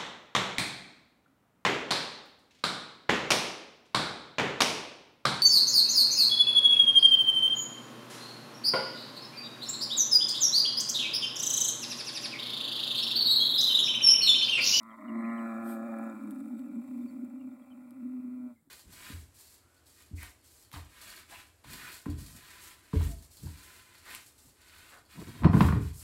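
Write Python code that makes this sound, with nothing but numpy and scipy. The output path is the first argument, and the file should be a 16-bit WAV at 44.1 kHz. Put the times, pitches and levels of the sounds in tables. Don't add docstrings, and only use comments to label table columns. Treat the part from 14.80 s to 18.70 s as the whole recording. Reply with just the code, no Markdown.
import sys
import numpy as np
from scipy import signal
from scipy.fft import rfft, irfft
from scipy.io import wavfile
from scipy.ndimage import uniform_filter1d

SR = 44100
rng = np.random.default_rng(int(sys.argv[2]) if len(sys.argv) > 2 else 0)


def file_out(sig):
    cols = np.atleast_2d(sig).T
    lim = np.clip(cols, -1, 1)
    pcm = np.round(lim * 32767).astype(np.int16)
    wavfile.write(sys.argv[1], SR, pcm)


N = 171990
T = np.arange(N) / SR
RASP_DECAY_S = .0025

# time_s, period_spread_ratio
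ROUGHNESS = [(0, .004), (.12, .012), (.18, .11), (.27, .055), (.36, .025), (.45, .003), (.55, .003),
             (.7, .013), (1.22, .016), (1.35, .045), (1.6, .1), (2.1, .105), (2.6, .075), (3.05, .06),
             (3.25, .045), (3.5, .035), (3.58, .001), (3.8, .002)]
# time_s, level_db
THROAT_LEVEL = [(0.0, -55.5), (0.17, -54.5), (0.29, -39.5), (0.38, -34), (0.69, -38.5), (1.27, -39),
                (1.32, -44.5), (1.39, -40.5), (1.7, -41), (1.74, -34.5), (1.79, -41), (1.84, -41),
                (1.94, -41), (1.96, -35.5), (1.995, -36), (2.02, -41.5), (2.1, -41), (2.14, -37.5),
                (2.255, -34.5), (2.29, -44.5), (2.4, -39.5), (2.44, -38), (2.51, -49.5), (2.54, -38),
                (2.6, -45), (2.67, -39.5), (2.79, -54), (2.82, -45.5), (2.85, -57), (2.94, -48.5),
                (3.15, -48), (3.26, -36), (3.29, -39), (3.33, -37.5), (3.4, -35.5), (3.417, -47),
                (3.44, -38), (3.66, -40), (3.72, -47.5), (3.82, -90)]
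# time_s, opening
MOUTH_OPENING = [(0, 0.88), (.33, 0.78), (.55, 0.7), (.75, 0.54), (1.35, 0.41), (2.1, 0.12), (2.8, 0.15),
                 (3.8, 0.13)]


def from_db(db):
    return 10 ** (np.asarray(db) / 20)


def unit_rms(x):
    return x / np.sqrt(np.mean(x ** 2) + 1e-20)


def curves(rows):
    time_s, *columns = np.transpose(rows)
    return [np.interp(T, time_s, column) for column in columns]


def levelled(x, samples):
    return x / np.sqrt(uniform_filter1d(uniform_filter1d(x * x, samples), samples) + 1e-14)


def noise(spectrum):
    hz, db = np.transpose(spectrum)
    bin_hz = np.maximum(np.arange(N // 2 + 1) * SR / N, 1)
    colour = from_db(np.interp(np.log(bin_hz), np.log(hz), db))
    skirts = np.minimum(1, np.minimum(bin_hz / hz[0], hz[-1] / bin_hz)) ** 4
    return unit_rms(irfft(rfft(rng.standard_normal(N)) * colour * skirts, N))


def drift(rate_hz=16.4):
    hop = 40
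    r = np.exp(-2 * np.pi * rate_hz * hop / SR)
    slow = signal.lfilter([1], [1, -2 * r, r * r], rng.standard_normal(N // hop + 2002))[2000:]
    return np.interp(np.arange(N) / hop, np.arange(len(slow)), unit_rms(slow))


def resonate(x, hz, width_hz):
    r = np.exp(-np.pi * width_hz / SR)
    feedback = [1, -2 * r * np.cos(2 * np.pi * hz / SR), r * r]
    return signal.lfilter(np.array([1, 0, -1]) * (1 - r * r) / 2, feedback, x + 1e-18)


def decay(x, tau_s):
    return signal.lfilter([1], [1, -np.exp(-1 / (tau_s * SR))], x + 1e-18)


def swell(peak_s, width_s):
    return np.exp(-.5 * ((T - peak_s) / width_s) ** 2)


def delayed(x, lag_s):
    return np.interp(T - lag_s, T, x, left=0)


def smear(x, delay_s, echo_gain):
    a = np.zeros(int(delay_s * SR) + 1)
    a[0], a[-1] = 1, -echo_gain
    return signal.lfilter(a[::-1], a, x + 1e-18)


def airy_tone(phase, width_hz):
    lowpass = signal.butter(2, width_hz, fs=SR, output="sos")
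    wander = unit_rms(signal.sosfilt(lowpass, rng.standard_normal((2, N))))
    return wander[0] * np.cos(phase) + wander[1] * np.sin(phase)


def still_air():
    spectrum = [(25, -15.5), (85, -3), (200, -0.5), (450, -15), (2100, -24), (3000, -47), (15000, -42)]  # freq_hz, relative_db
    return from_db(-74) * noise(spectrum)


def birds():
    # start_s, length_s, middle_hz, half_sweep_hz, level_db
    chirps = [(0.097, 0.033, 3170, 452, -68), (0.27, 0.043, 2820, 354, -62),
              (0.431, 0.035, 2400, -200, -52), (.492, .02, 2820, 399, -62.5),
              (0.57, 0.037, 2920, 898, -61.5), (2.197, 0.049, 3590, 698, -77.5),
              (2.26, 0.067, 4400, 1100, -73.5), (2.588, 0.046, 2760, 402, -69.5),
              (2.7, 0.024, 3635, 594, -77), (2.81, 0.027, 3200, 500, -79), (2.898, 0.043, 3060, 545, -66),
              (3.737, 0.081, 2130, -100, -72.5)]
    linear_share, quiver_hz, quiver_db = .067, 70, 3
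    out, quiver = np.zeros(N), drift(rate_hz=90)
    for start_s, length_s, middle_hz, half_sweep_hz, level_db in chirps:
        now = (T >= start_s) & (T < start_s + length_s)
        ramp = np.linspace(1, -1, now.sum())
        glide = linear_share * ramp + (1 - linear_share) * ramp ** 3
        hz = middle_hz + half_sweep_hz * glide + quiver_hz * quiver[now]
        envelope = from_db(level_db + quiver_db * quiver[now]) * np.cos(np.pi * ramp / 2) ** 2
        out[now] += envelope * np.sin(2 * np.pi * np.cumsum(hz) / SR)
    return out


def bump():
    spectrum = [(60, -9), (150, -22), (280, 8), (600, -35)]  # freq_hz, relative_db
    return from_db(-67.5) * swell(peak_s=3.877, width_s=.011) * noise(spectrum)


def swish():
    spectrum = [(1760, -42), (3000, -5), (3720, -2), (6540, -9), (8510, 9), (9710, -1), (12500, 9),
                (15800, -4)]
    return from_db(-55) * swell(peak_s=.905, width_s=.037) * noise(spectrum)


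def ticks():
    hits = [(0.032, -43, -51.5), (1.187, -43, -71), (1.238, -45.5, -70), (1.267, -51, -76),
            (1.437, -47, -69), (1.509, -37.5, -50), (1.516, -46, -65), (1.794, -49, -49), (2.451, -55, -67),
            (3.108, -43.5, -55)]
    snap_spectrum = [(5500, -45), (8500, 12), (16000, 2.5)]  # freq_hz, relative_db
    knock_spectrum = [(1500, -4), (4000, 11), (8000, -6)]  # freq_hz, relative_db
    tau_s = .0006
    snaps, knocks = np.zeros((2, N))
    for start_s, snap_db, knock_db in hits:
        i = int(start_s * SR)
        snaps[i], knocks[i] = from_db([snap_db, knock_db])
    snaps = decay(snaps, tau_s) * levelled(noise(snap_spectrum), samples=24)
    knocks = decay(knocks, tau_s) * levelled(noise(knock_spectrum), samples=24)
    return (snaps + knocks) / 2


def rumble():
    spectrum = [(25, -30.5), (55, -27.5), (115, 4), (200, -33)]  # freq_hz, relative_db
    throat_db, = curves(THROAT_LEVEL)
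    return from_db(-74 + .62 * (throat_db - np.median(throat_db))) * noise(spectrum)


def hiss(pulses):
    hiss_level = [(0, -76.5), (.4, -76), (.65, -70), (1.1, -71), (1.55, -71), (1.95, -74.5), (2.2, -70.5),
                  (2.55, -76), (3.3, -76.5), (3.7, -77), (3.9, -82)]
    spectrum = [(3100, -5.5), (3700, -1), (5600, -6), (6700, -6), (7400, 3.5), (11500, 1), (15800, 2)]  # freq_hz, relative_db
    whistle_path = [(.1, 8400, -100.5), (.42, 8170, -75), (.68, 7920, -75), (.95, 7900, -105)]  # time_s, pitch_hz, level_db
    hiss_db, = curves(hiss_level)
    whistle_hz, whistle_db = curves(whistle_path)
    throb = unit_rms(1 + .38 * unit_rms(decay(pulses, RASP_DECAY_S)))
    phase = 2 * np.pi * np.cumsum(whistle_hz) / SR
    whistle = airy_tone(phase, width_hz=54) + from_db(-6.5) * airy_tone(phase / 2, width_hz=27)
    return throb * (from_db(hiss_db) * noise(spectrum) + from_db(whistle_db) * whistle)


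def spittle(pulses):
    resonances = [(3700, -84, 1, 0.67), (7020, -79.5, 1.0, 0.36), (7450, -83, 1.7, 0.78),
                  (7950, -79.5, 1.4, 0.43), (8360, -79, .75, 0.25), (9558, -76, 1.55, 0.13),
                  (10500, -88.5, 1.55, .3), (11835, -84, 1.7, .17)]
    width_hz, force_spread_db = 170, 4
    force = from_db(force_spread_db * np.clip(drift(rate_hz=60), -2, 2))
    spatter = decay(pulses * force, RASP_DECAY_S)
    out = np.zeros(N)
    for hz, level_db, peak_s, width_s in resonances:
        ring = resonate(spatter * rng.standard_normal(N), hz, width_hz)
        ring = unit_rms(resonate(ring, hz, width_hz))
        out += from_db(level_db) * swell(peak_s, width_s) * ring
    return out


def fold_pulses():
    pitch = [(0, 111.8), (.14, 111.3), (.28, 116.3), (.4, 114), (.52, 115.9), (.72, 113), (.89, 114.4),
             (.97, 111.3), (1.05, 116), (1.18, 110.7), (1.22, 113.8), (1.26, 109.6), (1.5, 108.4),
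             (1.8, 116.8), (2.3, 122.2), (2.7, 124.4), (3.55, 125.1), (3.67, 123.5), (3.72, 119),
             (3.78, 110)]
    pitch_hz, = curves(pitch)
    roughness, = curves(ROUGHNESS)
    throat_db, = curves(THROAT_LEVEL)
    jitter = roughness * np.interp(throat_db, (-41, -36), [1, .35])
    shimmer_db = 1 + 30 * roughness
    even, uneven, position = np.zeros(N), np.zeros(N), 0.
    for late, strong in np.clip(rng.standard_normal((N // 200, 2)), -2, 2):
        i = int(position)
        if i >= N - 1:
            break
        even[i:i + 2] = 1 - (position - i), position - i
        uneven[i:i + 2] = even[i:i + 2] * from_db(strong * shimmer_db[i])
        position += SR / pitch_hz[i] * (1 + jitter[i] * late)
    return even, uneven


def tract(source, formants, band_hz, waver_db=2.13):
    opening, = curves(MOUTH_OPENING)
    out = np.zeros(N)
    for k, (hz, width_hz, *gains_db) in enumerate(formants):
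        gain = from_db(np.interp(opening, [0, .5, 1], gains_db) + waver_db * drift())
        out += (-1) ** k * gain * resonate(source, hz, width_hz)
    bandpass = signal.butter(4, band_hz, "band", fs=SR, output="sos")
    return levelled(signal.sosfilt(bandpass, out), samples=1200)


def throat_tone(airflow):
    resonances = [(221.9, 40, -44.5, -4, -6.5), (260.2, 39.4, -3.5, 4.5, -3), (296.8, 50.7, -11, -2, -8.5),
                  (343, 78, -42.5, -8, -22.5)]
    waver_db = 1.23
    level_db, = curves(THROAT_LEVEL)
    gain = from_db(level_db + waver_db * drift())
    return gain * tract(airflow, resonances, band_hz=(189, 339), waver_db=waver_db)


def mouth_tone(slaps):
    # freq_hz, width_hz, shut_db, half_open_db, wide_open_db
    low_formants = [(563.3, 48.5, 10.5, -8, -20), (625, 14.5, 6, -8.5, 13.5), (639, 75, -38, -8, -3.5),
                    (815, 55, 1, -10.5, -13.5)]
    middle_formants = [(1029, 106, -0.5, -5, -3.5), (1257, 179, -2.5, 0, -10.5), (1446, 155, 1, 1.5, -19)]
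    high_formants = [(1682, 37, -23.5, 5.5, -10.5), (2006, 157, -13.5, -16, 11.5),
                     (2350, 85, -8.5, -5.5, -23), (2651, 84, -4.5, -11, -26)]
    group_levels = [(0.0, -46, -65, -65), (0.03, -75, -55.5, -70.5), (0.14, -59.5, -51.5, -57.5),
                    (0.17, -70, -58.5, -74), (0.19, -56, -54, -62.5), (0.51, -49, -45.5, -48.5),
                    (0.62, -48.5, -46.5, -53), (0.88, -48, -49, -56.5), (1.08, -46.5, -53, -60),
                    (1.11, -45, -50.5, -55.5), (1.29, -49, -51, -59), (1.36, -60, -55.5, -65),
                    (1.69, -61.5, -66, -72.5), (2.32, -65, -68.5, -71), (2.39, -64, -70, -74.5),
                    (3.52, -70, -70.5, -75.5), (3.71, -61.5, -68, -77.5), (3.81, -112, -112, -112)]
    opening, = curves(MOUTH_OPENING)
    ringing = np.interp(opening, (.456, .472), [0, 1])
    neck = smear(slaps, delay_s=.0021, echo_gain=.36)
    mouth = neck * (1 - ringing) + smear(neck * ringing, delay_s=.0033, echo_gain=.49)
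    low = tract(delayed(mouth, lag_s=.00369), low_formants, band_hz=(486.4, 878))
    middle = tract(mouth, middle_formants, band_hz=(843, 1405))
    high = tract(delayed(mouth, lag_s=.00087), high_formants, band_hz=(1679, 2440))
    low_db, middle_db, high_db = curves(group_levels)
    return from_db(low_db) * low + from_db(middle_db) * middle + from_db(high_db) * high


def groan(even, uneven):
    roughness, = curves(ROUGHNESS)
    rasp_db = np.interp(roughness, [0, .016], [-13, -3])
    rasp = unit_rms(decay(uneven, RASP_DECAY_S) * rng.standard_normal(N))
    airflow = unit_rms(even) + from_db(-14) * rasp
    slaps = unit_rms(uneven) + from_db(rasp_db) * rasp
    return throat_tone(airflow) + mouth_tone(slaps) + rumble()


def outdoors(x, scatter_db=-17, t60_s=.2):
    t = T[:SR // 2]
    tail = rng.standard_normal(len(t)) * from_db(-60 * t / t60_s)
    return x + from_db(scatter_db) * signal.fftconvolve(x, tail / np.linalg.norm(tail))[:N]


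def scene():
    even, uneven = fold_pulses()
    nearby = ticks() + swish() + bump()
    voices = outdoors(groan(even, uneven) + birds())
    return (voices + hiss(uneven) + spittle(uneven) + nearby + still_air())[None]


def record(dry):
    cutoff_hz = 15900
    return signal.sosfilt(signal.ellip(10, .2, 70, cutoff_hz, fs=SR, output="sos"), dry)


dry = scene()
out = record(dry)
file_out(out)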